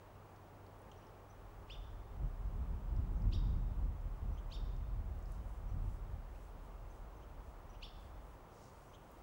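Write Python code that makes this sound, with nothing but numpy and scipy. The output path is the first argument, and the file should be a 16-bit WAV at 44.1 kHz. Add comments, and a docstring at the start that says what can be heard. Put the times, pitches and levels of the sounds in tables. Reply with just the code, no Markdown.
"""A forest clearing where elk graze. From the start a distant road murmurs, the camera whines thinly,
stems snap and far birds peep. Near 1.7 s a small bird sings the first of four sharp "whit" calls, two
voices at once, which echo among the trunks. A breeze rises and buffets the microphone through the next
two calls (3.3 and 4.5 s). From about 5 s the elk swish through the grass. The breeze eases after 6 s,
the last whit comes at 7.8 s, and the wind dies away under more swishes and dry ticks."""
import sys
import numpy as np
from scipy import signal
from scipy.fft import rfft, irfft
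from scipy.io import wavfile
from scipy.ndimage import uniform_filter1d

SR = 44100
rng = np.random.default_rng(int(sys.argv[2]) if len(sys.argv) > 2 else 0)


def unload_audio(sound):
    """Save the sound as a 16-bit wav file, at the path given as the first command line argument."""
    columns = np.transpose(np.atleast_2d(sound))
    # keep every value between -1 and 1, then stretch to whole-number steps
    steps = np.round(np.clip(columns, -1, 1) * 32767)
    wavfile.write(sys.argv[1], SR, steps.astype(np.int16))


N = 406602
TIME = np.arange(N) / SR


def gain(db):
    """Turn decibels into a number to multiply by."""
    return 10 ** (np.asarray(db) / 20)


def unit(x):
    """Scale a signal so its average size (rms) is 1."""
    return x / np.sqrt(np.mean(x ** 2))


def curves(table, at=TIME):
    """Join a table's rows with straight lines: one curve for each column after the first."""
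    times, *columns = np.transpose(table)
    return [np.interp(at, times, column) for column in columns]


def add(out, start_s, x):
    """Mix x into out at the given time."""
    i = max(int(start_s * SR), 0)
    out[i:i + len(x)] += x[:max(N - i, 0)]


def noise(spectrum):
    """Noise of size 1, its tone shaped by rows of f/Hz, level/dB."""
    hz, db = np.transpose(spectrum)
    freqs = np.maximum(np.fft.rfftfreq(N, 1 / SR), 1)
    shape = gain(np.interp(np.log(freqs), np.log(hz), db))
    return unit(irfft(rfft(rng.standard_normal(N)) * shape, N))


def band(x, hz, width_hz):
    """Keep the sound near one pitch; filtering twice makes the edges steeper."""
    b, a = signal.iirpeak(min(hz, .45 * SR), hz / width_hz, fs=SR)
    return signal.lfilter(b, a, signal.lfilter(b, a, x))


def wander(per_s):
    """A smooth random curve of size 1 that changes about per_s times a second."""
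    return noise([(per_s / 2, 0), (per_s, -3), (2 * per_s, -30), (4 * per_s, -120)])


def jitter(count, smooth):
    """A quick random tremble of size 1, averaged over `smooth` samples."""
    return unit(uniform_filter1d(rng.standard_normal(count), size=smooth))


def steady(x, span_s):
    """Even out the slow swells of a noise."""
    return x / np.sqrt(uniform_filter1d(x ** 2, int(span_s * SR)) + 1e-9)


def forest(x, echo_db, wood_fade_s=.8, ring_fade_s=1.1, trunks_fade_s=.3):
    """Near trunks throw back clear echoes; the deeper wood adds a grainy tail that fades to a ring."""
    t = np.arange(SR) / SR

    def echoes(per_s, fade_s):
        """Randomly timed echoes that drop by 60 dB in fade_s."""
        taps = rng.standard_normal(SR) * (rng.random(SR) < per_s / SR)
        return unit(taps * gain(-60 * t / fade_s) * (t > .003)) / np.sqrt(SR)

    treble = signal.butter(2, [2900, 6500], "band", fs=SR, output="sos")
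    wood = signal.sosfilt(treble, echoes(1300, wood_fade_s))
    ring = band(echoes(400, ring_fade_s), hz=3630, width_hz=680)
    trunks = echoes(300, trunks_fade_s)
    response = gain(echo_db) * (wood + gain(-1) * ring) + gain(-11) * trunks
    return x + signal.fftconvolve(x, response)[:N]


# The whine of the camera's electronics: f/Hz, level/dB
CAMERA_WHINE = [(15622, -81)]
def camera():
    """The electronics whine and the motor adds two faint notes, all slightly unsteady."""
    motor_notes = [(1163, -83.5), (6037, -99)]  # f/Hz, level/dB
    out = np.zeros(N)
    for hz, db in list(CAMERA_WHINE) + motor_notes:
        phase = 2 * np.pi * np.cumsum(hz + 4 * wander(17.4)) / SR
        out += np.sqrt(2) * gain(db) * np.sin(phase)
    return out


# The tone of the far road and treetops: f/Hz, relative level/dB
RUSH_TONE = [(25, -8.5), (100, 5.5), (150, 4.5), (200, -0.5), (300, -0.5), (500, 0), (900, -0.5),
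             (1200, -4), (1600, -12), (2300, -17.5), (3100, -21), (4200, -26.5), (7000, -29), (10000, -32),
             (15500, -33)]
# Far motors: t/s, low drone level/dB, higher hum level/dB
FAR_MOTORS = [(0, -60, -85), (1.2, -60.5, -69.5), (2.5, -56.5, -68), (3.4, -70, -72.5), (6.5, -75, -81),
              (9.2, -65, -113)]
def road_and_treetops(rush_db=-59, swell_db=.2):
    """An even rush from the road and the treetops, with motors droning in it."""
    drone_db, hum_db = curves(FAR_MOTORS)
    out = noise(RUSH_TONE) * gain(rush_db + swell_db * wander(4))
    for hz, db in (97, drone_db), (410, hum_db):
        phase = 2 * np.pi * np.cumsum(hz + 3 * wander(8)) / SR
        out += gain(db) * np.sin(phase)
    return out


# The breeze at the microphone rises, blows for four seconds and dies away: t/s, level/dB
BREEZE_LEVEL = [(0, -66.5), (1.35, -62), (1.6, -50.5), (2.1, -52), (2.35, -43.5), (2.75, -39.5), (3.4, -36),
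                (4.1, -40.5), (4.5, -43), (5.4, -43), (5.6, -49.5), (5.8, -43), (6.2, -44), (6.45, -52),
                (8.1, -53.5), (8.55, -66), (9.22, -62)]
# Sudden gusts: peak t/s, length/s, level above the breeze/dB
SUDDEN_GUSTS = [(2.222, 0.12, 10.5), (2.987, 0.053, 4), (3.352, 0.044, 4), (4.252, .11, 6),
                (4.954, 0.14, 2.5), (5.768, 0.23, 6)]
# The deep tone of big swirls of air: f/Hz, relative level/dB
BIG_SWIRLS = [(10, -39), (25, -7), (38, 9.5), (58, 0), (85, -5.5), (120, -21), (200, -47.5), (900, -110)]
# The higher tone of small swirls: f/Hz, relative level/dB
SMALL_SWIRLS = [(30, -38), (65, -2), (110, 0.5), (160, -6), (220, -12.5), (320, -20.5), (600, -40),
                (3000, -100)]
def wind(flutter_db=2, fresh_breeze_db=-40, small_in_fresh_db=-50.5, small_growth=1.48):
    """Big swirls of air thump the microphone, gusts shed small ones, and rough air shakes both."""
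    breeze_db, = curves(BREEZE_LEVEL)
    breeze_db += sum(db * np.exp(-(2 * (TIME - peak) / length) ** 2) for peak, length, db in SUDDEN_GUSTS)
    shake_db = flutter_db * wander(6)
    thumps = steady(noise(BIG_SWIRLS), span_s=.09) * gain(breeze_db + shake_db)
    # as the breeze picks up, the small swirls grow faster than the big ones
    small_db = small_in_fresh_db + small_growth * (breeze_db - fresh_breeze_db)
    return thumps + steady(noise(SMALL_SWIRLS), span_s=.12) * gain(small_db + shake_db)


# Short dry ticks, from snapping stems and a few clipped bird chips: t/s, middle f/Hz, width/Hz, level/dB
DRY_TICKS = [(.362, 4800, 3500, -69), (.665, 4500, 2500, -67), (.79, 9200, 1200, -73),
             (.818, 9400, 2000, -68), (0.915, 3100, 500, -56), (.916, 6400, 1200, -64),
             (1.068, 5140, 2000, -66), (2.964, 5100, 1500, -66), (3.13, 9300, 3000, -72),
             (3.22, 5100, 1500, -66), (4.765, 5000, 2500, -67), (5.19, 8000, 5000, -71),
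             (5.225, 7000, 2000, -69), (5.257, 5060, 1200, -64), (5.32, 9500, 3500, -60.5),
             (8.64, 5500, 3000, -62), (9.115, 13500, 1000, -65)]
# Legs and muzzles brushing through grass: t/s, length/s, middle f/Hz, level/dB
GRASS_SWISHES = [(5.25, 0.17, 6300, -78.5), (5.394, 0.24, 8000, -81), (5.804, .21, 7860, -79.5),
                 (6.262, 0.29, 7700, -80.5), (6.61, .08, 8000, -82), (6.882, 0.15, 7200, -82),
                 (7.398, .16, 7000, -82), (7.945, .18, 7500, -81.5), (8.17, .22, 8000, -82.5),
                 (8.475, 0.3, 5860, -74), (8.658, 0.32, 6860, -78.5), (8.911, 0.39, 7400, -82.5)]
def ticks_and_swishes(tick_s=.0026, grain_db=7):
    """A tick is a brief burst of noise; a swish is a crowd of tiny clicks as blade rubs on blade."""
    out = np.zeros(N)
    t = np.arange(SR // 20) / SR
    for start, hz, width, db in DRY_TICKS:
        tick = band(rng.standard_normal(len(t)) * np.exp(-t / tick_s), hz, width)
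        tick *= np.sqrt(tick_s * SR / 2 / np.sum(tick ** 2))  # same energy whatever the width
        add(out, start, gain(db) * tick)
    for start, length, hz, db in GRASS_SWISHES:
        count = int(length * SR)
        clicks = rng.standard_normal(count) * gain(grain_db * np.minimum(rng.exponential(size=count), 4))
        swell = np.sin(np.linspace(0, np.pi, count))
        add(out, start, gain(db) * unit(band(clicks, hz, .87 * hz)) * swell)
    return out


def voice_phase(hz, waver):
    """The phase (place in the wave) of one voice from a bird's voice box, its pitch a little shaky."""
    return 2 * np.pi * np.cumsum(hz * (1 + waver * jitter(len(hz), smooth=40))) / SR


# Thin, slightly arched "seet" notes of a second bird: t/s, top f/Hz, level/dB
SEET_NOTES = [(.963, 5720, -77), (1.292, 6020, -71), (3.16, 6350, -78), (4.33, 6000, -77),
              (5.683, 5870, -76), (6.898, 6300, -73.5), (7.158, 6300, -77), (7.69, 5930, -70),
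              (8.885, 6130, -77)]
# Soft, lower chips from deeper in the wood: t/s, top f/Hz, level/dB
CHIP_NOTES = [(.135, 2800, -76), (1.011, 2870, -72), (4.365, 3200, -67.5), (6.338, 2695, -72),
              (7.21, 3100, -73), (7.732, 2900, -68.5), (8.927, 3330, -64)]
def peeps(notes, length_s, arch, rasp_db=3, octave_db=-9.5):
    """Each peep is a slightly hoarse whistle whose pitch arches and peaks late; distance dulls it."""
    out = np.zeros(N)
    progress = np.linspace(0, 1, int(length_s * SR))
    for start, top_hz, db in notes:
        level = gain(db + rasp_db * jitter(len(progress), smooth=60))
        hz = top_hz * (1 - arch * (progress - .65) ** 2)
        phase = voice_phase(hz, waver=.093 * arch)
        whistle = np.sin(phase) + gain(octave_db) * np.sin(2 * phase)
        add(out, start, level * whistle * np.sin(np.pi * progress))
    return signal.sosfilt(signal.butter(6, 8200, fs=SR, output="sos"), out)


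# The low voice's arch: time/share of call length, pitch/share of top pitch, relative level/dB
LOW_SHAPE = [(-.04, .63, -22), (.04, .69, -2), (.18, .82, -.5), (.38, .94, 1), (.6, 1, 0), (.8, .975, -2.5),
             (1, .7, -4), (1.1, .62, -20)]
# The high voice's sweep: time/share of call length, pitch/share of top pitch, relative level/dB
HIGH_SHAPE = [(-.42, .4, -24), (-.26, .46, -9), (-.12, .55, -6), (.02, .7, 1), (.16, .82, 4),
              (.36, .93, -3), (.62, 1, -7), (.88, .985, -10), (1.05, .92, -25)]
# The four calls: t/s, length/s, low voice's top f/Hz, its level/dB, high voice's top f/Hz, its level/dB,
# low voice's swell over the call/dB, relative level of the low voice's octave/dB
WHIT_CALLS = [(1.698, 0.055, 3620, -52.5, 5860, -66, -6, -29),
              (3.328, 0.039, 3780, -54, 5680, -57, -6, -20), (4.519, .049, 3700, -58, 5540, -57.5, 1, -16),
              (7.826, 0.042, 3600, -51.5, 5560, -58, -15.5, -28)]
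def whits(rasp_db=2.5, blend_db=-19, rattle_db=-15, high_octave_db=-20):
    """Each side of the bird's voice box sings: the high voice sweeps up, then the low arches under it."""
    out = np.zeros(N)
    rattle_band = signal.butter(4, [2800, 6800], "band", fs=SR, output="sos")

    def voice(shape, top_hz, db, progress):
        """The raspy loudness and the phase of one side's voice."""
        pitch, shape_db = curves(shape, progress)
        level = gain(db + shape_db + rasp_db * jitter(len(progress), smooth=70))
        level *= progress > shape[0][0]  # silent until this voice comes in
        return uniform_filter1d(level, size=20), voice_phase(top_hz * pitch, waver=.0054)

    for start, length, low_hz, low_db, high_hz, high_db, swell_db, low_octave_db in WHIT_CALLS:
        progress = np.arange(HIGH_SHAPE[0][0], LOW_SHAPE[-1][0], 1 / (length * SR))
        low, low_phase = voice(LOW_SHAPE, low_hz, low_db + swell_db * (progress - .3), progress)
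        high, high_phase = voice(HIGH_SHAPE, high_hz, high_db, progress)
        call = low * (np.sin(low_phase) + gain(low_octave_db) * np.sin(2 * low_phase))
        call += high * np.sin(high_phase)
        # together the voices make a faint tone at the sum of their pitches
        blend = np.sqrt(low * high) * np.sin(low_phase + high_phase)
        call += gain(blend_db) * band(blend, hz=5800, width_hz=4300)
        # the thin skins of the voice box rattle as the second voice starts
        rattle = unit(signal.sosfilt(rattle_band, rng.standard_normal(len(progress))))
        call += gain(high_db + rattle_db) * rattle * np.exp(-(progress / .42) ** 2)
        # the beak opens widest at the top of the arch and lets the high voice's octave out
        beak = np.exp(-((progress - .55) / .43) ** 2)
        call += gain(high_db + high_octave_db) * beak * np.sin(2 * high_phase)
        add(out, start + progress[0] * length, call)
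    return out


def scene():
    """Birds and grazing elk echo in the forest, over wind, far traffic and the camera."""
    birds = forest(whits(), echo_db=-5)
    birds += forest(peeps(SEET_NOTES, length_s=.028, arch=.15), echo_db=-10)
    birds += forest(peeps(CHIP_NOTES, length_s=.038, arch=.65), echo_db=-8)
    rustle = forest(ticks_and_swishes(), echo_db=-8.5)
    return (birds + rustle + wind() + road_and_treetops() + camera())[None]


def record(dry):
    """The recorder cuts off the highest treble, above 15760 Hz."""
    return signal.sosfilt(signal.ellip(12, .1, 70, 15760, fs=SR, output="sos"), dry)


dry = scene()
out = record(dry)
unload_audio(out)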